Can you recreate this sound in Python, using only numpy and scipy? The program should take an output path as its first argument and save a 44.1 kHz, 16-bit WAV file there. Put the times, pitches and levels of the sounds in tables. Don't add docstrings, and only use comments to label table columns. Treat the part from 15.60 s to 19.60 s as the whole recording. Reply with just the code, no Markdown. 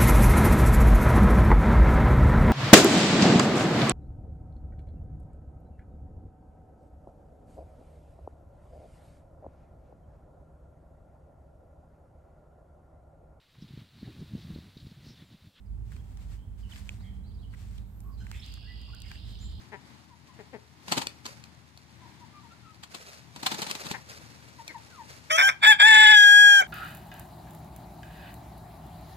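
import sys
import numpy as np
from scipy import signal
from scipy.fft import rfft, irfft, next_fast_len
from scipy.io import wavfile
from scipy.ndimage import map_coordinates

SR = 44100
rng = np.random.default_rng(int(sys.argv[2]) if len(sys.argv) > 2 else 0)


def store_wav(level_fs):
    pcm = np.round(np.clip(np.atleast_2d(level_fs), -1, 1) * 32767)
    wavfile.write(sys.argv[1], SR, pcm.T.astype(np.int16))


N = 176400
T = np.arange(N) / SR


def amp(db):
    return 10 ** (np.asarray(db) / 20)


def unit(x):
    return x / np.sqrt(np.mean(x ** 2) + 1e-20)


def along(points, hz):
    freqs, values = np.transpose(points)
    return np.interp(np.log(hz + 1), np.log(freqs + 1), values)


def fader(points):
    return amp(np.interp(T, *np.transpose(points)))


def filtered(x, response):
    n = x.shape[-1]
    padded = next_fast_len(n + 8192)
    return irfft(rfft(x, padded) * response(np.fft.rfftfreq(padded, 1 / SR)), padded)[..., :n]


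def eq(x, curve):
    return unit(filtered(x, lambda hz: amp(along(curve, hz))))


def wobble(rate, t=T):
    return map_coordinates(rng.standard_normal(8192), [t * rate + 2], mode="wrap")


def tone(hz):
    return np.sin(2 * np.pi * np.cumsum(hz) / SR)


def pan(db):
    gains = amp([[db / 2], [-db / 2]])
    return gains / gains.mean()


def noise(alike, size=N):
    mid, side = rng.standard_normal((2, size))
    side *= np.sqrt((1 - alike) / (1 + alike))
    return np.array([mid + side, mid - side])


def add(out, start, x):
    part = out[..., round(start * SR):][..., :x.shape[-1]]
    part += x[..., :part.shape[-1]]


def arch(u):
    edges = np.clip(np.minimum(u, 1 - u) * 10, 0, 1)
    return np.sqrt(np.abs(np.sin(np.pi * np.clip(u, 0, 1)))) * edges


def gate(start, end, attack, release):
    ramp = np.minimum((T - start) / attack, (end - T) / release) + .5
    return np.sin(np.pi / 2 * np.clip(ramp, 0, 1)) ** 2


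def lead(x, seconds):
    return filtered(x, lambda hz: np.exp(1j * np.pi * hz * seconds * np.array([[1], [-1]])))


# time in seconds, level in dB.
ENGINE_LEVEL = [(0.0, -53), (0.05, -51), (0.11, -37), (0.47, -46.5), (0.8, -38.5), (0.85, -67),
                (0.88, -42.5), (1.07, -40.5), (1.12, -51), (1.18, -45), (2.27, -42), (2.31, -51),
                (2.42, -41.5), (3.05, -47), (3.07, -43), (3.55, -50), (3.72, -43), (4.0, -45)]
# multiple of the pitch, relative level in dB.
ENGINE_HARMONICS = [(1, 0), (2, -9.5)]
def engine(pitch_hz=52.98, wander_hz=2.61):
    hz = pitch_hz + wander_hz * wobble(14)
    drone = sum(amp(db + .84 * wobble(18)) * np.sqrt(2) * tone(k * hz) for k, db in ENGINE_HARMONICS)
    return pan(-7) * fader(ENGINE_LEVEL) * drone


# time in seconds, level in dB before any trim.
RUMBLE_LEVEL = [(0.0, -51.5), (0.22, -43), (0.29, -44.5), (0.39, -40.5), (0.42, -45.5), (2.13, -44.5),
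                (2.15, -53), (2.18, -40), (2.26, -47.5), (2.64, -42.5), (2.66, -44.5), (3.05, -47),
                (3.93, -43), (4.0, -43)]
HUM_LEVEL = [(0.0, -56), (0.12, -67), (0.97, -62), (1.34, -45.5), (1.37, -60), (1.48, -44.5), (1.87, -61.5),
             (2.47, -52.5), (3.05, -69), (4.0, -51.5)]
# frequency in Hz, relative level in dB.
RUMBLE_EQ = [(20, -24), (38, -11.5), (60, 3.5), (80, 3.5), (112, -3.5), (145, -9), (175, -10), (200, -10),
             (235, -16.5), (310, -23), (450, -31), (900, -55), (3000, -100)]
def rumble_and_hum(hum_hz=196.1, hum_trim_db=-3):
    hum = fader(HUM_LEVEL) * amp(hum_trim_db + .76 * wobble(16)) * tone(hum_hz + 9 * wobble(30))
    rumble = fader(RUMBLE_LEVEL) * eq(noise(alike=.84), RUMBLE_EQ)
    return pan(-3) * (rumble + hum)


# time in seconds, level in dB before the trim.
AIR_LEVEL = [(0.0, -72.5), (0.5, -67), (0.93, -70.5), (1.29, -66.5), (1.61, -69), (4.0, -66.5)]
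# frequency in Hz, relative level in dB.
AIR_EQ = [(100, -5), (400, 1.5), (800, 6.5), (1300, -1.5), (2200, -7), (4500, -13.5), (6200, -15),
          (8000, -10.5), (10500, -16.5), (13000, -14.5), (16000, -18)]
def air(trim_db=2):
    return pan(-2.5) * amp(trim_db) * fader(AIR_LEVEL) * eq(noise(alike=.0093), AIR_EQ)


def whistles(rows, rasp_hz=450, flutter_per_s=750):
    out = np.zeros(N)
    for start, length, first, middle, last, db, rasp in rows:
        t = np.arange(int(length * SR)) / SR
        glide = np.polyval(np.polyfit([0, .5, 1], [first, middle, last], 2), t / length)
        flutter = rasp * rasp_hz * wobble(flutter_per_s, t)
        add(out, start, amp(db) * np.sqrt(2) * arch(t / length) * tone(glide + flutter))
    return out


def through_reeds(x, t60_s=.03, wet_db=-4):
    t = np.arange(SR // 10) / SR
    paths = rng.standard_normal(len(t)) * amp(-60 * t / t60_s)
    blur = signal.fftconvolve(x, paths / np.linalg.norm(paths))[:N]
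    return (x + amp(wet_db) * blur) / np.hypot(1, amp(wet_db))


# frequency in Hz, seconds to fade by 60 dB.
ECHO_DECAY = [(300, 0.091), (3000, 0.81), (8000, 0.27)]
def outdoors(x, wet_db, pan_db):
    hz, t, bands = signal.stft(rng.standard_normal((2, SR // 2)), SR, nperseg=256)
    decay = amp(-60 * t / along(ECHO_DECAY, hz)[:, None])
    tail = signal.istft(bands * decay, SR, nperseg=256)[1]
    echo = signal.fftconvolve(x[None], tail / np.linalg.norm(tail[0]), axes=1)[:, :N]
    return pan(pan_db) * (x + amp(wet_db) * echo) / np.hypot(1, amp(wet_db))


# start and length in seconds, first, middle and last pitch in Hz,
# level in dB before the trim, rasp from 0 to 1.
CHIRPS = [(.055, 0.026, 5100, 4730, 4020, -81, 0.3), (.37, 0.034, 3020, 3210, 3300, -73, .1),
          (.765, 0.11, 2850, 3200, 3200, -76, 0.18), (.995, 0.044, 5270, 4830, 4400, -76, 0.3),
          (1.025, .045, 3140, 2960, 2820, -65.5, 0.26), (1.143, .014, 5030, 4800, 4800, -62, .2),
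          (1.393, 0.039, 3850, 4230, 5400, -69, .2), (1.632, .052, 3900, 4170, 5080, -69.5, 0.14),
          (1.675, 0.033, 4700, 4400, 4170, -73, 0.54), (1.7, 0.028, 3210, 3400, 3400, -72, 0.4),
          (1.733, 0.033, 5500, 4830, 4340, -72, 0.07), (1.78, .06, 3480, 4200, 4440, -72, 0.2),
          (1.815, 0.023, 4840, 5070, 4700, -76, 0.4), (1.815, 0.049, 3480, 3110, 3170, -68, 0.3),
          (1.893, .05, 5200, 4300, 3850, -75, .2), (2.143, 0.071, 4900, 4020, 3450, -74, 0.18),
          (2.51, 0.054, 5300, 4700, 4350, -73, 0.5), (2.57, 0.04, 3950, 4180, 4200, -66.5, 0.27)]
def chirps(trim_db=.5):
    return outdoors(amp(trim_db) * through_reeds(whistles(CHIRPS)), wet_db=-1.5, pan_db=-12)


# start and end in seconds, level in dB before the swell.
STRIDES = [(0.25, 0.318, -72.5), (0.303, 0.43, -68.5), (0.437, 0.71, -73.5), (.66, 0.809, -67.5),
           (0.976, 1.14, -73.5), (1.093, 1.226, -61.5), (1.177, 1.413, -64.5), (1.363, 1.604, -77.5),
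           (1.91, 2.227, -67), (2.577, 2.744, -68), (2.688, 2.982, -65), (3.19, 3.42, -85),
           (3.43, 3.632, -67.5), (3.634, 3.967, -70.5)]
# frequency in Hz, relative level in dB.
RUSTLE_EQ = [(300, -23), (800, 0.5), (2000, 4), (3300, 1.5), (5000, -0.5), (6200, -3), (7700, -0.5),
             (9000, -3.5), (10700, -14.5), (13000, -6), (16000, -21)]
def swishes(swell_db=5, cracks_per_s=310, crackle_db=-9):
    power = np.zeros(N)
    for start, end, db in STRIDES:
        from_middle = 2 * (T - start) / (end - start) - 1
        swell = swell_db * (1 - np.minimum(from_middle ** 2, 2))
        power += (amp(db + swell) * gate(start, end, attack=.015, release=.12)) ** 2
    grain = amp(wobble(700) + 3.4 * wobble(25.04))
    brush = unit(eq(noise(alike=.13), RUSTLE_EQ) * grain)
    sizes = amp(2 * np.minimum(rng.exponential(size=N), 4))
    cracks = (rng.random(N) < cracks_per_s / SR) * sizes * noise(alike=.3)
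    return pan(2) * np.sqrt(power) * unit(brush + amp(crackle_db) * eq(cracks, RUSTLE_EQ))


# start and length in seconds, level in dB, centre in Hz.
CRUNCHES = [(0.314, 0.023, -62, 1720), (0.358, 0.014, -62, 1900), (0.381, 0.01, -73, 1700),
            (1.11, .009, -58.5, 2000), (1.12, 0.03, -58, 2210), (1.157, 0.0062, -50, 2600),
            (1.164, 0.0032, -52.5, 1490), (1.404, .011, -61.5, 950), (1.273, .012, -68, 4170),
            (1.927, 0.024, -56.5, 1750), (2.666, 0.0032, -47, 1560), (2.973, 0.0088, -58.5, 1290),
            (3.513, 0.0061, -47.5, 1650), (2.18, .006, -56, 3020), (3.551, 0.0086, -54.5, 2550),
            (3.754, 0.0029, -50.5, 3330)]
def crunches(grain_db=5, log_width=.33, skirt_db=-17):
    out, t = np.zeros((2, N)), np.arange(SR // 10) / SR
    for start, length, db, centre_hz in CRUNCHES:
        def colour(hz):
            ring = np.exp(-(np.log((hz + 1) / centre_hz) / log_width) ** 2 / 2)
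            return ring + amp(skirt_db + along(RUSTLE_EQ, hz))
        cracks = noise(alike=.33, size=len(t)) * amp(grain_db * wobble(796, t)) * arch(t / length)
        add(out, start, amp(db) * unit(filtered(cracks, colour)) * np.sqrt(length / t[-1]))
    return pan(-1) * out


# start in seconds, level in dB before the trim, low, mid and high EQ in dB.
SNAPS = [(0.32, -43.5, -9, -16, -14), (0.364, -43.5, -16, -14, -20), (0.572, -42.5, -15, -12, -14),
         (1.115, -45, -14, -14, -6), (2.179, -46, -25, -11, -10), (2.404, -40, -25, -21, -9.5),
         (2.714, -27, -13, -8.5, -17.5), (2.862, -36.5, -29, -9, -15), (2.923, -41, -22, -6, -10),
         (2.939, -32, -27, -11, -14.5), (3.216, -44, -19, -14, -12), (3.348, -39.5, -11.5, -24, -8),
         (3.402, -41.5, -24, -10, -3), (3.419, -33, -36, -6, -14.5), (3.515, -31, -22.5, -23, -34.5)]
def snaps(attack_s=.00048, t60_s=.0081, trim_db=-9.5):
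    out, t = np.zeros((2, N)), np.arange(SR // 20) / SR
    envelope = amp(-60 * t / t60_s) * (1 - np.exp(-t / attack_s)) ** 2
    for start, db, low, mid, high in SNAPS:
        colour = [(300, low - 8), (1400, low), (3600, mid - 6),
                  (8000, high - 5), (11000, high - 12), (15000, high - 11)]
        crack = eq(noise(alike=.36, size=len(t)), colour)
        add(out, start, amp(db + trim_db) * crack * envelope / envelope.max())
    return pan(1) * out


# start and length in seconds, first, middle and last pitch in Hz,
# level in dB, rasp from 0 to 1.
SQUEAK = [(1.11, 0.0127, 3540, 3380, 3180, -60, .4), (1.12, 0.01, 3150, 3060, 3050, -49.5, 0.2)]
def squeak():
    return pan(-13) * whistles(SQUEAK)


# frequency in Hz, relative level in dB, seconds to fade by 60 dB.
STALK_MODES = [(2520, 4.5, 0.0072), (2980, 0.5, 0.0057), (7300, 1, 0.0022), (6520, -2.5, 0.0027),
               (13000, -18, 0.0014)]
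def stalk(start_s=1.2922, level_db=-25, attack_s=.00043):
    out, t = np.zeros(N), np.arange(SR // 20) / SR
    ring = sum(amp(db - 60 * t / t60) * np.sin(2 * np.pi * hz * t) for hz, db, t60 in STALK_MODES)
    add(out, start_s, amp(level_db) * ring * (1 - np.exp(-t / attack_s)))
    return pan(-4) * out


# start and length in seconds, first and last pitch in Hz, level in dB,
# shakes per second, pitch swing in Hz.
BUZZES = [(1.431, 0.072, 3345, 3140, -64, 170, 151), (1.412, 0.106, 2077, 2095, -67, 170, 180),
          (2.602, 0.04, 1506, 1540, -59, 90, 60), (2.719, 0.051, 2240, 2334, -53.5, 150, 278),
          (2.735, 0.08, 3270, 3510, -57.5, 250, 261), (2.733, 0.057, 7150, 7400, -68, 280, 377),
          (2.814, .036, 3400, 4110, -49, 310, 480), (2.836, 0.023, 4350, 4980, -56, 310, 480)]
def buzzes(unevenness=.13, grain_db=2.5):
    out = np.zeros(N)
    for start, length, from_hz, to_hz, db, rate, swing_hz in BUZZES:
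        t = np.arange(int(length * SR)) / SR
        glide = from_hz + (to_hz - from_hz) * t / length
        shake = tone(rate * (1 + unevenness * wobble(206, t))) + .5 * wobble(750, t)
        voice = amp(grain_db * wobble(407, t)) * tone(glide + swing_hz * shake)
        add(out, start, amp(db) * arch(t / length) * unit(voice))
    return out


def high_hiss(peak_s=2.42, spread_s=.11, centre_hz=12700, width_hz=730, level_db=-71.5):
    hiss = filtered(noise(alike=.089), lambda hz: np.exp(-((hz - centre_hz) / width_hz) ** 2 / 2))
    swell = np.exp(-((T - peak_s) / spread_s) ** 2 / 2)
    return pan(-6) * amp(level_db) * swell * unit(hiss)


# start and length in seconds, first, middle and last pitch in Hz,
# level in dB, rasp from 0 to 1.
SONG_NOTES = [(2.43, .12, 1062, 1111, 1015, -64.5, 0.16), (2.796, .01, 5280, 5270, 5400, -51.5, .15),
              (3.02, 0.093, 1597, 1654, 1800, -66, 0.25), (3.07, 0.06, 1950, 1972, 2034, -56, 0.05),
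              (3.16, 0.069, 2000, 1964, 1960, -74, 0.33), (3.275, 0.035, 1086, 1150, 1190, -63, 0.35),
              (3.33, 0.021, 1417, 1472, 1610, -55, 0.13), (3.435, 0.048, 2230, 2060, 2180, -61, 0.45),
              (3.5, 0.029, 1525, 1660, 1880, -59.5, 0.23), (3.15, 0.19, 7200, 7100, 7100, -83, 0.05),
              (3.785, 0.016, 5700, 6100, 7100, -64, 0.6), (3.8, 0.083, 7100, 7145, 7340, -55.5, 0)]
# multiple of the pitch, relative level in dB.
REEDY_OVERTONES = [(3, 5), (4, -0.5), (5, -1), (6, -1), (7, -3)]
def gurgles(reedy_start_s=2.598, reedy_length_s=.032, reedy_hz=1025, reedy_db=-67.5):
    reedy = [(reedy_start_s, reedy_length_s, *[k * reedy_hz] * 3, reedy_db + db, .2)
             for k, db in REEDY_OVERTONES]
    return whistles(SONG_NOTES) + whistles(reedy)


# start and end in seconds, first and last syllables per second,
# level in dB, pitch factor, pan in dB.
TRILLS = [(2.8422, 3.593, 54.9, 51.6, -57, 0.99, -4), (3.571, 4.043, 74.4, 72.2, -59, 0.99, -5)]
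# start and length in cycles,
# first and last pitch in Hz before the pitch factor, relative level in dB.
SYLLABLES = [
    [(0, 0.23, 5325, 4600, 1.5), (.06, .2, 4510, 2891, 2), (.2, .32, 3730, 3620, -1),
     (.33, .14, 4980, 4910, -3), (.48, .17, 3690, 2674, -1.5), (.66, 0.2, 3157, 2913, -1.5)],
    [(0, .22, 5300, 3440, 3), (.14, .22, 5000, 4900, -16), (.3, .24, 4116, 2838, -3),
     (.53, 0.166, 3715, 3620, -2), (.65, .2, 2750, 3400, -3)],
]
# frequency in Hz, relative level in dB.
THROAT_EQS = [
    [(2000, -1), (2700, 5.5), (3100, 0), (3700, -3), (4400, 2.5), (5000, -0.5), (5300, -2), (5700, -12)],
    [(2000, -2), (2700, -2), (3100, -3), (3750, 0), (4400, -4), (4950, 1.5), (5250, 4), (5700, -14)],
]
def trills(scatter_db=.5, slip_cycles=.012, rasp=.05):
    out = np.zeros((2, N))
    for trill, syllable, throat in zip(TRILLS, SYLLABLES, THROAT_EQS):
        start, end, first_rate, last_rate, db, pitch, pan_db = trill
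        cycles = np.cumsum(np.interp(T, [start, end], [first_rate, last_rate])) / SR
        cycles += slip_cycles * wobble(60) - np.interp(start, T, cycles)
        voice = np.zeros(N)
        for at, length, from_hz, to_hz, stroke_db in syllable:
            progress = np.clip((cycles - at) % 1 / length, 0, 1)
            hz = pitch * from_hz * (to_hz / from_hz) ** progress * (1 + rasp * wobble(700))
            voice += amp(stroke_db + scatter_db * wobble(60)) * arch(progress) * tone(hz)
        voice = unit(through_reeds(eq(voice, throat)))
        envelope = amp(db) * gate(start, end, attack=.015, release=.05)
        out += outdoors(envelope * voice, wet_db=-.5, pan_db=pan_db)
    return out


def scene():
    bed = engine() + rumble_and_hum() + air()
    birds = chirps() + outdoors(buzzes() + gurgles(), wet_db=-2, pan_db=-5) + trills()
    steps = swishes() + lead(crunches() + snaps() + stalk(), seconds=.0001) + squeak()
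    return bed + lead(birds, seconds=-.000029) + steps + high_hiss()


# frequency in Hz, phase lead in radians.
MIC_PHASE = [(30, 0.8), (55, 1), (95, 0.3), (170, 0.16), (300, 0.19)]
def record(dry, top_hz=16200):
    sides = np.array([[1], [-1]])
    return filtered(dry, lambda hz: np.exp(.5j * along(MIC_PHASE, hz) * sides) * (hz < top_hz))


dry = scene()
out = record(dry)
store_wav(out)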